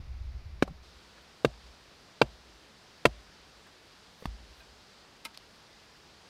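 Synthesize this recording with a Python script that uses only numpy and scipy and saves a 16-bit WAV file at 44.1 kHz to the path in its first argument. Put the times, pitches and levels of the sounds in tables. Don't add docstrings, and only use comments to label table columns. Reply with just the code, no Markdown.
import sys
import numpy as np
from scipy import signal
from scipy.fft import rfft, irfft
from scipy.io import wavfile
from scipy.ndimage import uniform_filter1d

SR = 44100
rng = np.random.default_rng(int(sys.argv[2]) if len(sys.argv) > 2 else 0)


def level_to_linear(level):
    exponent = np.asarray(level, float) / 20
    return 10 ** exponent


def generate_wav(signal):
    frames = np.transpose(np.atleast_2d(signal))
    scaled = np.clip(frames, -1, 1) * 32767
    pcm = np.round(scaled).astype(np.int16)
    wavfile.write(sys.argv[1], SR, pcm)


N = 277380

LOCKING = .3

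# t/s, strength level/dB, contact/ms, rebound/ms, ground thud level/dB
BLOW_EVENTS = [
    (0.6235, 0.3, .85, .8, -39),
    (1.4466, -1.6, 0.64, 1.0, -37.5),
    (2.2149, 1.1, 0.36, .73, -39),
    (3.0530, 1.7, 0.3, .72, -36.5),
]
# chatter lag/ms, chatter length/ms, crack level/dB, soil echo/ms
FACE_CONTACTS = [(.58, 2.6, -39.5, 0), (.9, 5.0, -37.5, 2.86), (2.0, 2.2, -35.5, 2.777),
                 (1.2, 4.9, -28.5, 2.432)]
# f/Hz, t60/s, lag/ms, level/dB
FAR_WOOD_MODES = [(121, 0.06, 1.2, -29), (179, .05, 1.2, -22), (264, 0.021, 0.67, -10),
                  (415, 0.012, 1.12, -15), (550, .035, .9, -26.5), (738, 0.012, 0.97, -20),
                  (1100, 0.012, 0.26, -19), (1280, .014, .3, -21), (1450, 0.016, 0.47, -19),
                  (1690, 0.012, 0.193, -16.5), (2300, 0.013, .3, -24), (2560, .014, 0.5, -20),
                  (3020, 0.013, 0.37, -29), (3750, 0.0083, 0.335, -25.5), (5020, .01, .3, -34.5),
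                  (5750, .008, .3, -41)]
# f/Hz, t60/s, lag/ms, level/dB
NEAR_HEAD_MODES = [(132, .073, 5.16, -19.4), (216, .087, 3.0, -31.5), (342, .053, .77, -19.1),
                   (469, .02, .11, -11.1), (598, .032, .2, -23.5), (677, .045, .1, -27),
                   (852, .029, .17, -23.5)]
# f/Hz, t60/s, level/dB
NEAR_STAKE_MODES = [(1000, .022, -16.5), (1180, .022, -21), (1364, .017, -16.5), (1580, .019, -19.5),
                    (1800, .017, -21), (2190, .02, -23.5), (2400, .016, -17.5), (2706, .022, -20),
                    (3160, .016, -22.5), (3460, .017, -24), (3754, .015, -24), (4510, .016, -24),
                    (4900, .012, -26.5)]
# f/Hz, t60/s, level/dB
BOUNCE_MODES = [(380, .04, -44), (560, .045, -39), (780, .04, -39), (1050, .03, -40), (1350, .025, -44),
                (2300, .015, -57)]
BOUNCE_S = .6752
PUSHED_BELOW_HZ = 900
REBOUND_DB = -.4
TAIL_DB, FAR_TAIL_LOSS_DB = -44, 6.0
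TREMBLE_DB = -14.5


def blows():
    out = np.zeros(N)
    small_source = signal.butter(2, 85, "high", fs=SR, output="sos")
    near = NEAR_HEAD_MODES + [(hz, t60, 0, db) for hz, t60, db in NEAR_STAKE_MODES]
    for k, (s, force_db, contact_ms, rebound_ms, thud_db) in enumerate(BLOW_EVENTS):
        lag_ms, length_ms, crack_db, echo_ms = FACE_CONTACTS[k]
        far = k == 0
        if far:
            modes = FAR_WOOD_MODES
        else:
            modes = [(hz, t60, lag, db + force_db + soil_echo_db(hz, echo_ms)) for hz, t60, lag, db in near]
        low = sum(level_to_linear(db) * ring(hz, t60, lag) for hz, t60, lag, db in modes if hz < PUSHED_BELOW_HZ)
        high = [(hz, t60, db) for hz, t60, lag, db in modes if hz >= PUSHED_BELOW_HZ]

        facing = -1 if far else 1
        knock = facing * signal.sosfilt(small_source, signal.fftconvolve(low, push(contact_ms)))
        add(out, s, knock)
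        add(out, s + rebound_ms / 1000, -level_to_linear(REBOUND_DB) * knock)
        add(out, s, level_to_linear(force_db) * rattled(high, chatter(lag_ms, length_ms), LOCKING))

        add(out, s, level_to_linear(crack_db) * dying_noise(3400, 9400, 0.0011, 0.04, size=4000))
        add(out, s, level_to_linear(crack_db - 11.5) * dying_noise(10000, 16800, 0.0009, 0.036, size=4000))
        add(out, s, level_to_linear(crack_db + 11.0) * dying_noise(1000, 4400, .002, .036, size=4000))
        tail_db = TAIL_DB + force_db - FAR_TAIL_LOSS_DB * far
        add(out, s, level_to_linear(tail_db) * dying_noise(540, 780, 0.011, .22, size=12000))
        add(out, s + .006, thud(thud_db, thud_db + TREMBLE_DB))
    add(out, BOUNCE_S, rattled(BOUNCE_MODES, chatter(.8, 9.0)))
    return out


SOIL_ECHO = -.39


def soil_echo_db(hz, echo_ms):
    return 20 * np.log10(np.abs(1 + SOIL_ECHO * np.exp(-2j * np.pi * hz * echo_ms / 1000)))


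# f/Hz, t60/s, lag/ms, level/dB
GROUND_MODES = [(59, .38, 11.0, 0), (38, .35, 24, -19), (105, .12, 12.0, -10), (86, .2, 4.0, -6),
                (213, .5, 30, -25)]
SAG_HZ, SAG_S = -9.0, 0.048


def thud(db, tremble_db):
    out = level_to_linear(tremble_db) * dying_noise(49.5, 65, 0.061, 1.5, size=52920)
    for hz, t60, lag_ms, mode_db in GROUND_MODES:
        t = np.maximum(np.arange(52920) / SR - lag_ms / 1000, 0)
        turns = hz * t + SAG_HZ * SAG_S * (1 - np.exp(-t / SAG_S))
        swell = 1 - np.exp(-t / 0.0047)
        out = out + level_to_linear(db + mode_db - 60 * t / t60) * np.sin(2 * np.pi * turns) * swell
    return out


# f/Hz, t60/s, level/dB
HANDLE_MODES = [(200, .04, -44), (490, .03, -38), (1100, .012, -44), (1900, .01, -44)]
HANDLE_S = 4.2240
# t/s, contact/ms, wood level/dB, ground thud level/dB, trembling level/dB
HEAD_LANDING = (4.2558, .35, -28, -32, -46)
# f/Hz, t60/s, lag/ms, level/dB
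DROPPED_MODES = [(125, .025, 1.2, -4), (220, .03, 1.2, -10), (333, 0.013, 0.082, -3), (740, 0.0098, .1, -5),
                 (960, .014, 0.12, -10), (1200, 0.012, 0.035, 1), (2300, 0.0087, 0.18, 0.5),
                 (2860, .006, 0.076, -8), (3500, 0.0084, 0.075, 1), (4540, 0.0085, 0.077, 4.5),
                 (5700, .005, .1, 6)]


def dropped_mallet():
    out = np.zeros(N)
    handle = sum(level_to_linear(db) * ring(hz, t60, size=4410) for hz, t60, db in HANDLE_MODES)
    add(out, HANDLE_S, -signal.fftconvolve(handle, push(.4)))

    s, contact_ms, wood_db, thud_db, tremble_db = HEAD_LANDING
    body = 0
    for hz, t60, lag_ms, db in DROPPED_MODES:
        facing = 1 if hz < 260 else -1
        body = body + facing * level_to_linear(db) * ring(hz, t60, lag_ms, size=4410)
    knock = level_to_linear(wood_db) * signal.fftconvolve(body, push(contact_ms))
    add(out, s, knock)
    add(out, s + .0011, level_to_linear(-2.5) * knock)
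    add(out, s + .001, thud(thud_db, tremble_db))
    return out


# t/s, scrape/ms, level/dB, brightness/dB per octave, freedom (1 = hanging free)
POLE_TOUCHES = [
    (4.601, 7.8, -56, 3, 1),
    (5.251, 3.3, -36.5, .5, 0.16),
    (5.2564, 2.0, -38.5, 1, 0.054),
    (5.259, 16, -44.5, -1.8, 0.24),
]
# f/Hz, t60/s, level gripped/dB, level hanging free/dB
POLE_MODES = [(215, .2, -16, -20), (664, 0.097, -16, 1), (915, 0.083, -13, -18), (1300, 0.034, -4.5, -18),
              (1590, 0.037, -9, 4), (2090, 0.019, 1, -16), (2480, 0.022, -0.5, 0), (2980, 0.018, 1, -16),
              (3500, 0.011, -3, -14), (4010, .014, 0, -1), (4800, 0.013, -3, -14), (5430, 0.0093, -3, -16),
              (7600, .008, -9, -22), (9700, 0.009, -6, -24), (12200, .006, -16, -26)]


def pole():
    out = np.zeros(N)
    for s, scrape_ms, level_db, tilt_db, free in POLE_TOUCHES:
        modes = []
        for hz, t60, gripped_db, free_db in POLE_MODES:
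            mode_db = free_db if round(free) else gripped_db
            modes.append((hz, t60 * (1 + 2.2 * free), mode_db + tilt_db * np.log2(hz / 2000)))
        add(out, s, level_to_linear(level_db) * rattled(modes, chatter(0.07, scrape_ms), LOCKING * free))
    return out


# f/Hz, t60/s, level/dB
TWIG_MODES = [(600, .008, -45), (1200, .006, -42), (2300, .005, -43), (3400, 0.0036, -32),
              (4340, .006, -32), (5040, 0.0045, -33), (6700, .005, -46), (8500, 0.0034, -42),
              (10800, .004, -42), (13500, .003, -48)]
TWIG_S = 5.3743


def twig():
    out = np.zeros(N)
    add(out, TWIG_S, rattled(TWIG_MODES, chatter(.05, 0.49)))
    return out


# low f/Hz, high f/Hz, rise as share of the fall
GRASS_KIND = (7500, 15500, .7)
SWISH_KIND = (7500, 15500, 1.6)
GRIT_KIND = (4500, 13500, .23)
CRUNCH_KIND = (1600, 4800, .6)
STEP_KIND = (450, 2100, .5)
CLOTH_KIND = (450, 2100, 2.5)
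HEEL_KIND = (96, 180, 1.05)
# t/s, fall/ms, level/dB rms
GRASS_EVENTS = [(1.222, 5, -74), (3.67, 8, -74), (5.346, 8, -73), (5.98, 10, -77)]
SWISH_EVENTS = [(4.225, 43, -71), (4.6, 24, -72), (5.56, 17, -78)]
GRIT_EVENTS = [(.676, 9, -67), (4.256, 4.1, -52), (5.251, 9, -45.5), (5.376, 2.5, -59)]
CRUNCH_EVENTS = [(.631, 2.6, -43), (.68, 6, -57), (4.258, 3.3, -43), (5.254, 8, -46), (5.347, 6, -50.5)]
STEP_EVENTS = [(3.668, 15, -56), (4.242, 2.5, -52)]
CLOTH_EVENTS = [(1.18, 20, -58)]
HEEL_EVENTS = [(.71, 20, -47.5)]


def scuffs():
    out = np.zeros(N)
    t_ms = (np.arange(17640) - 11025) / SR * 1000
    kinds = [(GRASS_KIND, GRASS_EVENTS), (SWISH_KIND, SWISH_EVENTS), (GRIT_KIND, GRIT_EVENTS),
             (CRUNCH_KIND, CRUNCH_EVENTS), (STEP_KIND, STEP_EVENTS), (CLOTH_KIND, CLOTH_EVENTS),
             (HEEL_KIND, HEEL_EVENTS)]
    for (low_hz, high_hz, rise), events in kinds:
        band_pass = signal.butter(2, [low_hz, high_hz], "band", fs=SR, output="sos")
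        for s, fall_ms, db in events:
            grains = rng.standard_normal(len(t_ms)) * level_to_linear(3.9 * rng.standard_normal(len(t_ms)))
            band = signal.sosfilt(band_pass, grains)
            swell = np.exp(np.where(t_ms < 0, t_ms / (rise * fall_ms), -t_ms / fall_ms))
            add(out, s - .25, level_to_linear(db) * rms_one(band) * swell)
    return out


# t/s, level/dB
GUST_LEVEL = [(0.0, -42), (0.232, -36.5), (0.646, -45.5), (0.806, -51.5), (1.098, -71), (1.25, -67),
              (1.4, -74)]
# f/Hz, level/dB per Hz
GUST_SPECTRUM = [(8.8, -41), (15, 11), (27, -8.5), (49, 5), (64, 14), (78, 3), (102, -4), (124, -4),
                 (157, -26), (220, -40), (290, -68), (480, -120)]


def gust():
    t = np.arange(N) / SR
    rumble = coloured(GUST_SPECTRUM, patchy_db=1.5, rate=8.0, count=10, size=80000)
    rumble = rumble / np.sqrt(uniform_filter1d(rumble ** 2, size=6000) + .05)
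    gust_db = np.interp(t, *np.transpose(GUST_LEVEL)) - 30 * np.maximum(t - GUST_LEVEL[-1][0], 0)
    return level_to_linear(gust_db - 1.5) * rumble


# f/Hz, level/dB per Hz
FAR_AIR_SPECTRUM = [(100, -33), (170, -1.5), (269, -13), (366, -10.5), (506, -15), (536, -13.5),
                    (1070, -15.5), (1240, -15), (1510, -17), (2300, -16.5), (2950, -21), (4850, -19),
                    (7970, -36), (15000, -42), (16500, -50)]
# f/Hz, level/dB per Hz
NEAR_AIR_SPECTRUM = [(12, -33), (20, -12), (32, -1), (63, -2), (135, -4), (218, -3), (258, -5.5),
                     (416, -4.5), (652, -7), (1470, -8), (2240, -11.5), (4790, -9.5), (6350, -18),
                     (15200, -37), (16500, -41)]
FAR_AIR_DB, NEAR_AIR_DB = -60, -57
SCENE_CHANGE_S = .822


def air():
    near = np.clip((np.arange(N) / SR - SCENE_CHANGE_S) / 0.0075, 0, 1)
    far_hiss = level_to_linear(FAR_AIR_DB) * coloured(FAR_AIR_SPECTRUM, patchy_db=-0.1, rate=18.0, size=40000)
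    near_hiss = level_to_linear(NEAR_AIR_DB) * coloured(NEAR_AIR_SPECTRUM, patchy_db=0.77, rate=12.0)
    quiet_gap = signal.butter(1, [26, 44], "bandstop", fs=SR, output="sos")
    near_hiss = signal.sosfilt(quiet_gap, near_hiss)
    return far_hiss * (1 - near) + near_hiss * near


def push(ms):
    t = np.arange(200) / SR * 1000 / max(ms, .05)
    force = np.sin(np.pi * np.minimum(t, 1)) ** 2
    return force / force.sum()


def chatter(lag_ms, length_ms, spread_db=3.0):
    height, unevenness, chance = rng.standard_normal((3, 2000))
    t = np.arange(2000) / SR * 1000 - lag_ms
    slips = height * level_to_linear(spread_db * unevenness) * (chance > 1.2)
    slips = slips * (t > 0) * np.exp(-(t / length_ms) ** 2 * 2)
    slips = slips / np.sqrt(np.sum(slips ** 2))
    slips[8] += .35
    return slips


def ring(hz, t60, lag_ms=0, size=22050):
    t = np.maximum(np.arange(size) / SR - lag_ms / 1000, 0)
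    return np.sin(2 * np.pi * hz * t) * level_to_linear(-60 * t / t60)


def rattled(modes, slips, locking=0):
    out = 0
    t = (np.arange(len(slips)) - 8) / SR
    for j, (hz, t60, db) in enumerate(modes):
        clean = ring(hz, t60, size=8820)
        in_step = np.abs(slips) * np.sign(np.cos(2 * np.pi * hz * t))
        shaken = signal.fftconvolve(clean, slips + locking * in_step)
        same_energy = np.sqrt(np.sum(clean ** 2) / np.sum(shaken ** 2))
        out = out + level_to_linear(db) * (-1) ** j * shaken * same_energy
    return out


def dying_noise(low_hz, high_hz, rise_s, t60, size):
    t = np.arange(size) / SR
    band_pass = signal.butter(2, [low_hz, high_hz], "band", fs=SR, output="sos")
    band = signal.sosfilt(band_pass, rng.standard_normal(size + 9000))[9000:]
    return rms_one(band) * (1 - np.exp(-(t / rise_s) ** 2)) * level_to_linear(-60 * t / t60)


def coloured(spectrum, patchy_db, rate, count=22, size=N):
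    hz = np.fft.rfftfreq(size, 1 / SR)
    point_hz, point_db = np.transpose(spectrum)
    level_db = np.interp(np.log(hz + 1e-9), np.log(point_hz), point_db, left=-90, right=-90)
    shaped = rfft(rng.standard_normal(size)) * level_to_linear(level_db)
    half_octave = np.log2(hz / 15 + 1e-9) * 2
    out = 0
    for k in range(count):
        share = np.clip(1 - np.abs(half_octave - k), 0, 1)
        knots = rng.standard_normal(200)
        flicker = np.interp(np.arange(size) / SR * rate, np.arange(200), knots)
        out = out + irfft(shaped * share, size) * level_to_linear(patchy_db * flicker)
    return np.pad(rms_one(out), (0, N - size))


def rms_one(x):
    return x / np.sqrt(np.mean(x ** 2) + 1e-20)


def add(out, s, sound):
    i = round(s * SR)
    out[i:i + len(sound)] += sound[:N - i]


def scene():
    return (blows() + dropped_mallet() + pole() + twig() + scuffs() + gust() + air())[None]


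def band_limit(x):
    return signal.sosfilt(signal.butter(12, 16820, fs=SR, output="sos"), x)


def record(dry):
    fade = np.clip(np.arange(N) / SR / .002, 0, 1)
    rounded = .95 * np.tanh(dry * fade / .95)
    top_cut = signal.cheby2(10, 60, 17000, fs=SR, output="sos")
    mix = signal.sosfilt(top_cut, rounded)
    return band_limit(mix)


dry = scene()
out = record(dry)
generate_wav(out)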